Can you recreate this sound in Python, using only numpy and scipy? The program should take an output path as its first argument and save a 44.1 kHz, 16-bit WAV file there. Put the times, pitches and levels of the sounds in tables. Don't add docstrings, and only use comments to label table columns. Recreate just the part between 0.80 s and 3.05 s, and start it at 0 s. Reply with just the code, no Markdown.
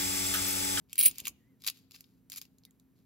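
import sys
import numpy as np
from scipy import signal
from scipy.fft import rfft, irfft
from scipy.io import wavfile

SR = 44100
rng = np.random.default_rng(int(sys.argv[2]) if len(sys.argv) > 2 else 0)


def file_out(sig):
    cols = np.atleast_2d(sig).T
    lim = np.clip(cols, -1, 1)
    pcm = np.round(lim * 32767).astype(np.int16)
    wavfile.write(sys.argv[1], SR, pcm)


N = 99225
T, PAD = np.arange(N) / SR, 2 ** 18
HZ = np.maximum(np.arange(PAD // 2 + 1) * SR / PAD, 1)
SIDES = np.array([[1], [-1]])

# frequency_hz, gain_db
VENT_COLOUR = [(20, -28.5), (35, -21.5), (48, -1), (120, -2.5), (200, 2), (280, -1.5), (340, -8.5),
               (430, -10), (560, -20.5), (1000, -24), (2000, -28.5), (5000, -35), (9000, -32.5),
               (13000, -28.5), (16000, -35)]
# pitch_hz, level_db
HUM_TONES = [(119, -76.5), (174, -78), (263, -72.5)]
# frequency_hz, side_db
ECHO_WIDTH = [(200, -8.5), (2000, -1), (6500, 1), (14000, -10.5)]
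# frequency_hz, gain_db
TAIL_COLOUR = [(3000, 5), (7000, -3), (9300, -10), (13000, -4)]
# frequency_hz, lead_rad
PORT_LEAD = [(4900, 0.5), (6200, -1.26), (7500, -2), (9000, -3.5), (11500, -5), (13300, -6), (16000, -6)]

# start_s, level_db
HAND_BUMPS = [(0.185, -52), (0.256, -51), (0.318, -75), (0.417, -56), (.495, -61)]
# frequency_hz, gain_db
HAND_COLOUR = [(22, -38.5), (48, 0), (130, -6), (260, -1.5), (450, -19.5), (1000, -28.5), (4000, -74)]
# time_s, pitch_hz, level_db
SQUEAK_CURVES = [
    [(.585, 2016, -84), (.622, 1858, -82), (.70, 2100, -81.5), (.765, 1830, -89)],
    [(1.868, 2064, -72), (1.897, 1995, -77)],
]
# start_s, level_db
PALM_DROPS = [(0.4725, -40.5), (.4785, -51)]

PLATE_HZ = [9142, 9215, 9372, 9411, 9646, 9740, 9960, 10177, 10391, 10540, 11745, 13440, 14757, 15434,
            15535, 15630, 15700]
PLATE_DB = [-3, -2, -4, -1.5, -3, -4.5, -5, -6.5, -2.5, -0.5, -13, -9, -9, 2, -2, 1, -0.5]

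# start_s, level_db, hold_ms, ping_db, ping_hz
STACK_KNOCKS = [(.1300, -29.5, 1.34, -36.5, 2650), (.4010, -36, 2.9, -36.5, 2920),
                (0.454, -36.5, 2.4, -32, 2910), (.4700, -28.5, 3.6, -27, 2384),
                (0.4796, -25, 2.5, -35.5, 2363), (1.7841, -56, 1.14, -60.5, 4200),
                (1.8364, -73, 1, -54, 4260), (1.8514, -47, 1.5, -43.5, 3815),
                (1.9088, -57, 0.6, -68.5, 3200), (1.9984, -56, 0.6, -61, 3910)]
# start_s, level_db, hold_ms, body_offset_db
STACK_CLACKS = [(.0965, -59.5, 0.38, 8), (.1565, -36.5, 1, -2.5), (.3120, -38.5, 2, -3), (.3580, -47, 1, 1),
                (.3834, -28.5, 0.7, -4.5), (.4942, -43.5, 1.5, -16.5), (.8206, -50, 1.2, 2.5),
                (.8385, -45.5, 1.3, 3.5), (.8452, -48.5, 3.2, 12), (.8652, -29.5, 4.3, -0.5),
                (.8738, -24, 4.1, -0.5), (.8825, -33, 4.2, 8), (.8992, -30, 1.75, -0.5),
                (1.1101, -45, 0.43, 1.5), (1.1182, -51.5, 1.8, 5), (1.1440, -56.5, 5.4, 12.5),
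                (1.1620, -53.5, 0.99, 8), (1.1880, -63, 1, 7), (1.2076, -39, 0.94, -5),
                (1.2412, -65.5, 2.5, 13), (1.4998, -37.5, 0.91, -6), (1.5195, -34.5, 0.96, 0),
                (1.5300, -42, 3, -2), (1.5386, -41.5, 0.6, 4), (1.5492, -50, 0.86, 6),
                (1.5600, -37, 2.6, -5), (1.5720, -39.5, 13, -3), (1.5815, -44.5, 1.1, -2),
                (1.6145, -38, 2.6, -1.5), (1.6222, -39.5, 0.6, -5.5), (1.6525, -58, 2, 6.5)]
# time_s, level_db
STACK_SCRAPES = [
    [(.07, -105), (.10, -68.5), (.175, -60), (.21, -40), (.28, -40.5), (.325, -61), (.37, -61),
     (.395, -44.5), (.425, -70.5), (.455, -46.5), (.488, -46), (.503, -74)],
    [(.80, -75), (.835, -62), (.86, -53.5), (.885, -33.5), (.92, -71.5), (.965, -61.5), (1.05, -83.5)],
    [(1.10, -81.5), (1.135, -60), (1.155, -57), (1.20, -71.5), (1.40, -88)],
    [(1.495, -77.5), (1.525, -51.5), (1.555, -57.5), (1.58, -41), (1.605, -76), (1.63, -59.5), (1.68, -84)],
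    [(2.15, -88), (2.185, -74.5), (2.25, -93)],
]
# frequency_hz, gain_db
STACK_EDGE = [(1500, -45.5), (5000, -15), (7000, 5.5), (8300, -1.5), (9400, 1), (10800, -0.5), (12300, 2),
              (13600, -1.5), (15000, -8.5), (15700, -7.5), (17000, -23.5)]
STACK_BODY = [(150, -19), (600, -23.5), (1200, -12), (1800, -11), (2400, -2), (3200, -2.5), (4000, 1.5),
              (5000, 3.5), (6000, -10.5), (9000, -25.5)]
CLOSED_HAND = [(1700, -23), (2300, 3.5), (3300, 0.5), (4100, -17.5)]

# start_s, level_db, hold_ms, body_offset_db
LOOSE_CLINKS = [(.1800, -23, 3.4, 0.5), (.1880, -19, 1.2, 5), (.1915, -11.5, 0.87, -13),
                (.1978, -18.5, 0.8, -7.5), (.2018, -20.5, 1.9, -10), (.2102, -16, 2.4, 7.5),
                (.2275, -18.5, 3.8, -5.5), (.2355, -20.5, 2.7, -8.5), (.2465, -23, 1.6, -0.5),
                (.2518, -18.5, 1.6, -1.5), (.2555, -14.5, 1.9, -8.5), (.2580, -7.5, 4.3, -3),
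                (.2655, -19.5, 1.6, 5), (.2705, -23.5, 0.93, 3), (.2795, -19.5, 4.5, -5.5)]
# time_s, level_db
LOOSE_SCRAPE = [(.174, -75.5), (.183, -27), (.22, -29.5), (.25, -28), (.283, -29), (.292, -52), (.33, -73)]
# frequency_hz, gain_db
LOOSE_EDGE = [(3000, -41.5), (6500, -21), (8300, -10), (9300, 8), (10500, 1), (11500, -6.5), (13000, -5.5),
              (14700, -10.5), (15600, 2), (16200, -24)]
LOOSE_BODY = [(200, -45.5), (900, -47), (1700, -28), (2400, -8.5), (3300, -13), (4200, -11), (5200, -14.5),
              (6800, -29), (9000, -38.5)]

EARLY_DB, EARLY_T60_S, TAIL_DB, TAIL_T60_S = -9.5, .072, -29, .55


def from_db(db):
    return 10 ** (np.asarray(db) / 20)


def unit_rms(x):
    return x / np.sqrt(np.mean(x ** 2) + 1e-20)


def at_hz(points):
    hz, value = np.transpose(points)
    return np.interp(np.log(HZ), np.log(hz), value)


def colour(x, points):
    cepstrum = irfft(np.log(from_db(at_hz(points))))
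    cepstrum[1:PAD // 2] *= 2
    cepstrum[PAD // 2 + 1:] = 0
    return irfft(rfft(x, PAD) * np.exp(rfft(cepstrum)))[..., :N]


def room_tone(vent_db=-69, side_db=-8.5):
    mid, side = unit_rms(colour(rng.standard_normal((2, N)), VENT_COLOUR))
    hum = sum(from_db(db) * np.sqrt(2) * np.sin(2 * np.pi * (hz * T + rng.random()))
              for hz, db in HUM_TONES)
    return from_db(vent_db) * (mid + from_db(side_db) * side * SIDES) + hum


def reflections(x, t60_s):
    envelope = from_db(-60 * T / t60_s) * (T > .001)
    mid, side = rng.standard_normal((2, N)) * envelope / np.sqrt(2 * np.sum(envelope ** 2))
    return signal.fftconvolve(x, mid + colour(side, ECHO_WIDTH) * SIDES, axes=1)[:, :N]


def hand_bumps(decay_s=.047):
    envelope = sum(from_db(db) * (T >= s) * np.exp(-np.abs(T - s) / decay_s) for s, db in HAND_BUMPS)
    return envelope * unit_rms(colour(rng.standard_normal(N), HAND_COLOUR))


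def squeaks(roughness=.6, flutter_hz=170):
    lowpass = signal.butter(2, flutter_hz, fs=SR, output="sos")
    flutter = unit_rms(signal.sosfilt(lowpass, rng.standard_normal(N)))
    tones = 0
    for s, hz, db in map(np.transpose, SQUEAK_CURVES):
        phase = 2 * np.pi * np.cumsum(np.interp(T, s, hz)) / SR
        envelope = from_db(np.interp(T, s, db)) * (T > s[0]) * (T < s[-1])
        tones += envelope * np.sin(phase)
    return tones * (1 + roughness * flutter)


def impact(start_s, db):
    return from_db(db) * (np.arange(N) == int(start_s * SR))


def mode(force, hz, t60_s):
    radius, angle = from_db(-60 / (t60_s * SR)), 2 * np.pi * hz / SR
    return signal.lfilter([.5, 0, -.5], [1, -2 * radius * np.cos(angle), radius ** 2], force + 1e-18)


def palm_pops():
    return mode(sum(impact(s, db) for s, db in PALM_DROPS), hz=1130, t60_s=.02)


def stack_pings(t60_cycles=25, overtone_ratio=1.2, overtone_db=-2, low_cut_hz=2000):
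    pings = 0
    for s, _, _, db, ping_hz in STACK_KNOCKS:
        for hz, gain_db in (ping_hz, 0), (ping_hz * overtone_ratio, overtone_db):
            pings += mode(impact(s, db + gain_db), hz, t60_cycles / hz)
    return signal.sosfilt(signal.butter(4, low_cut_hz, "high", fs=SR, output="sos"), pings)


def plate_ring(force):
    return sum((-1) ** k * from_db(db) * mode(force, hz, t60_s=.055)
               for k, (hz, db) in enumerate(zip(PLATE_HZ, PLATE_DB)))


def rim_chatter(contacts, decay_ms=1, first_impact_db=12):
    ms = np.arange(SR // 40) * 1000 / SR
    forces = np.zeros((len(contacts[0]) - 2, N + len(ms)))
    for s, db, hold_ms, *offsets_db in contacts:
        envelope = np.exp(-np.maximum(ms - hold_ms, 0) / decay_ms)
        impacts = rng.standard_normal(len(ms))
        impacts[0] = from_db(first_impact_db)
        burst = unit_rms(impacts * envelope) * np.sqrt(np.mean(envelope ** 2))
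        gains = from_db(db + np.array([0, *offsets_db]))
        start = int(s * SR)
        forces[:, start:start + len(ms)] += gains[:, None] * burst
    return forces[:, :N]


def stick_slip(curves, slips_per_s=1800, spread_db=3.5):
    sizes = from_db(spread_db * np.minimum(rng.exponential(1, N), 5)) * rng.choice([-1, 1], N)
    slips = unit_rms(sizes * (rng.random(N) < slips_per_s / SR))
    envelope = sum(from_db(np.interp(T, *np.transpose(c), left=-200, right=-200)) for c in curves)
    return slips * envelope


def from_left_palm(x, scattered, lead_s=7.9e-6, pan_db=2, scatter_db=-8.5):
    half_lead = np.exp(1j * np.pi * HZ * lead_s * SIDES)
    direct = irfft(rfft(x, PAD) * half_lead)[:, :N]
    return (direct + from_db(scatter_db) * scattered * SIDES) * from_db(pan_db * SIDES)


def held_stack(ring_db=-57.5, knock_body_db=-12, scrape_body_db=2.5, hand_opens_s=.6):
    clack, clack_body = rim_chatter(STACK_CLACKS)
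    knock, = rim_chatter([row[:3] for row in STACK_KNOCKS])
    scrape = stick_slip(STACK_SCRAPES)
    scattered = rim_chatter(STACK_CLACKS)[1] + from_db(scrape_body_db) * stick_slip(STACK_SCRAPES)
    edge = colour(clack + knock + scrape, STACK_EDGE)
    ring = from_db(ring_db) * plate_ring(clack + knock)
    body_force = clack_body + from_db(knock_body_db) * knock + from_db(scrape_body_db) * scrape
    body = colour(from_left_palm(body_force, scattered), STACK_BODY)
    hollow = colour(scrape * (T < hand_opens_s), CLOSED_HAND)
    return edge + ring + body + hollow


def loose_coins(contact_db=3, ring_db=-41):
    clinks = rim_chatter(LOOSE_CLINKS, decay_ms=1.2)
    force, body_force = clinks + stick_slip([LOOSE_SCRAPE], slips_per_s=1100)
    contact = colour(force, LOOSE_EDGE) + colour(body_force, LOOSE_BODY)
    return from_db(contact_db) * contact + from_db(ring_db) * plate_ring(force)


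def scene():
    coins = loose_coins() + held_stack() + stack_pings() + palm_pops()
    early = from_db(EARLY_DB) * reflections(coins, EARLY_T60_S)
    tail = from_db(TAIL_DB) * reflections(colour(coins, TAIL_COLOUR), TAIL_T60_S)
    return coins + early + tail + squeaks() + hand_bumps() + room_tone()


def record(dry):
    ceiling, high_cut_hz = .85, 15900
    half_lead = np.exp(.5j * at_hz(PORT_LEAD) * SIDES)
    ports = irfft(rfft(dry, PAD) * half_lead)[:, :N]
    rounded = ports / (1 + (ports / ceiling) ** 6) ** (1 / 6)
    return signal.sosfilt(signal.ellip(10, .2, 80, high_cut_hz, fs=SR, output="sos"), rounded)


dry = scene()
out = record(dry)
file_out(out)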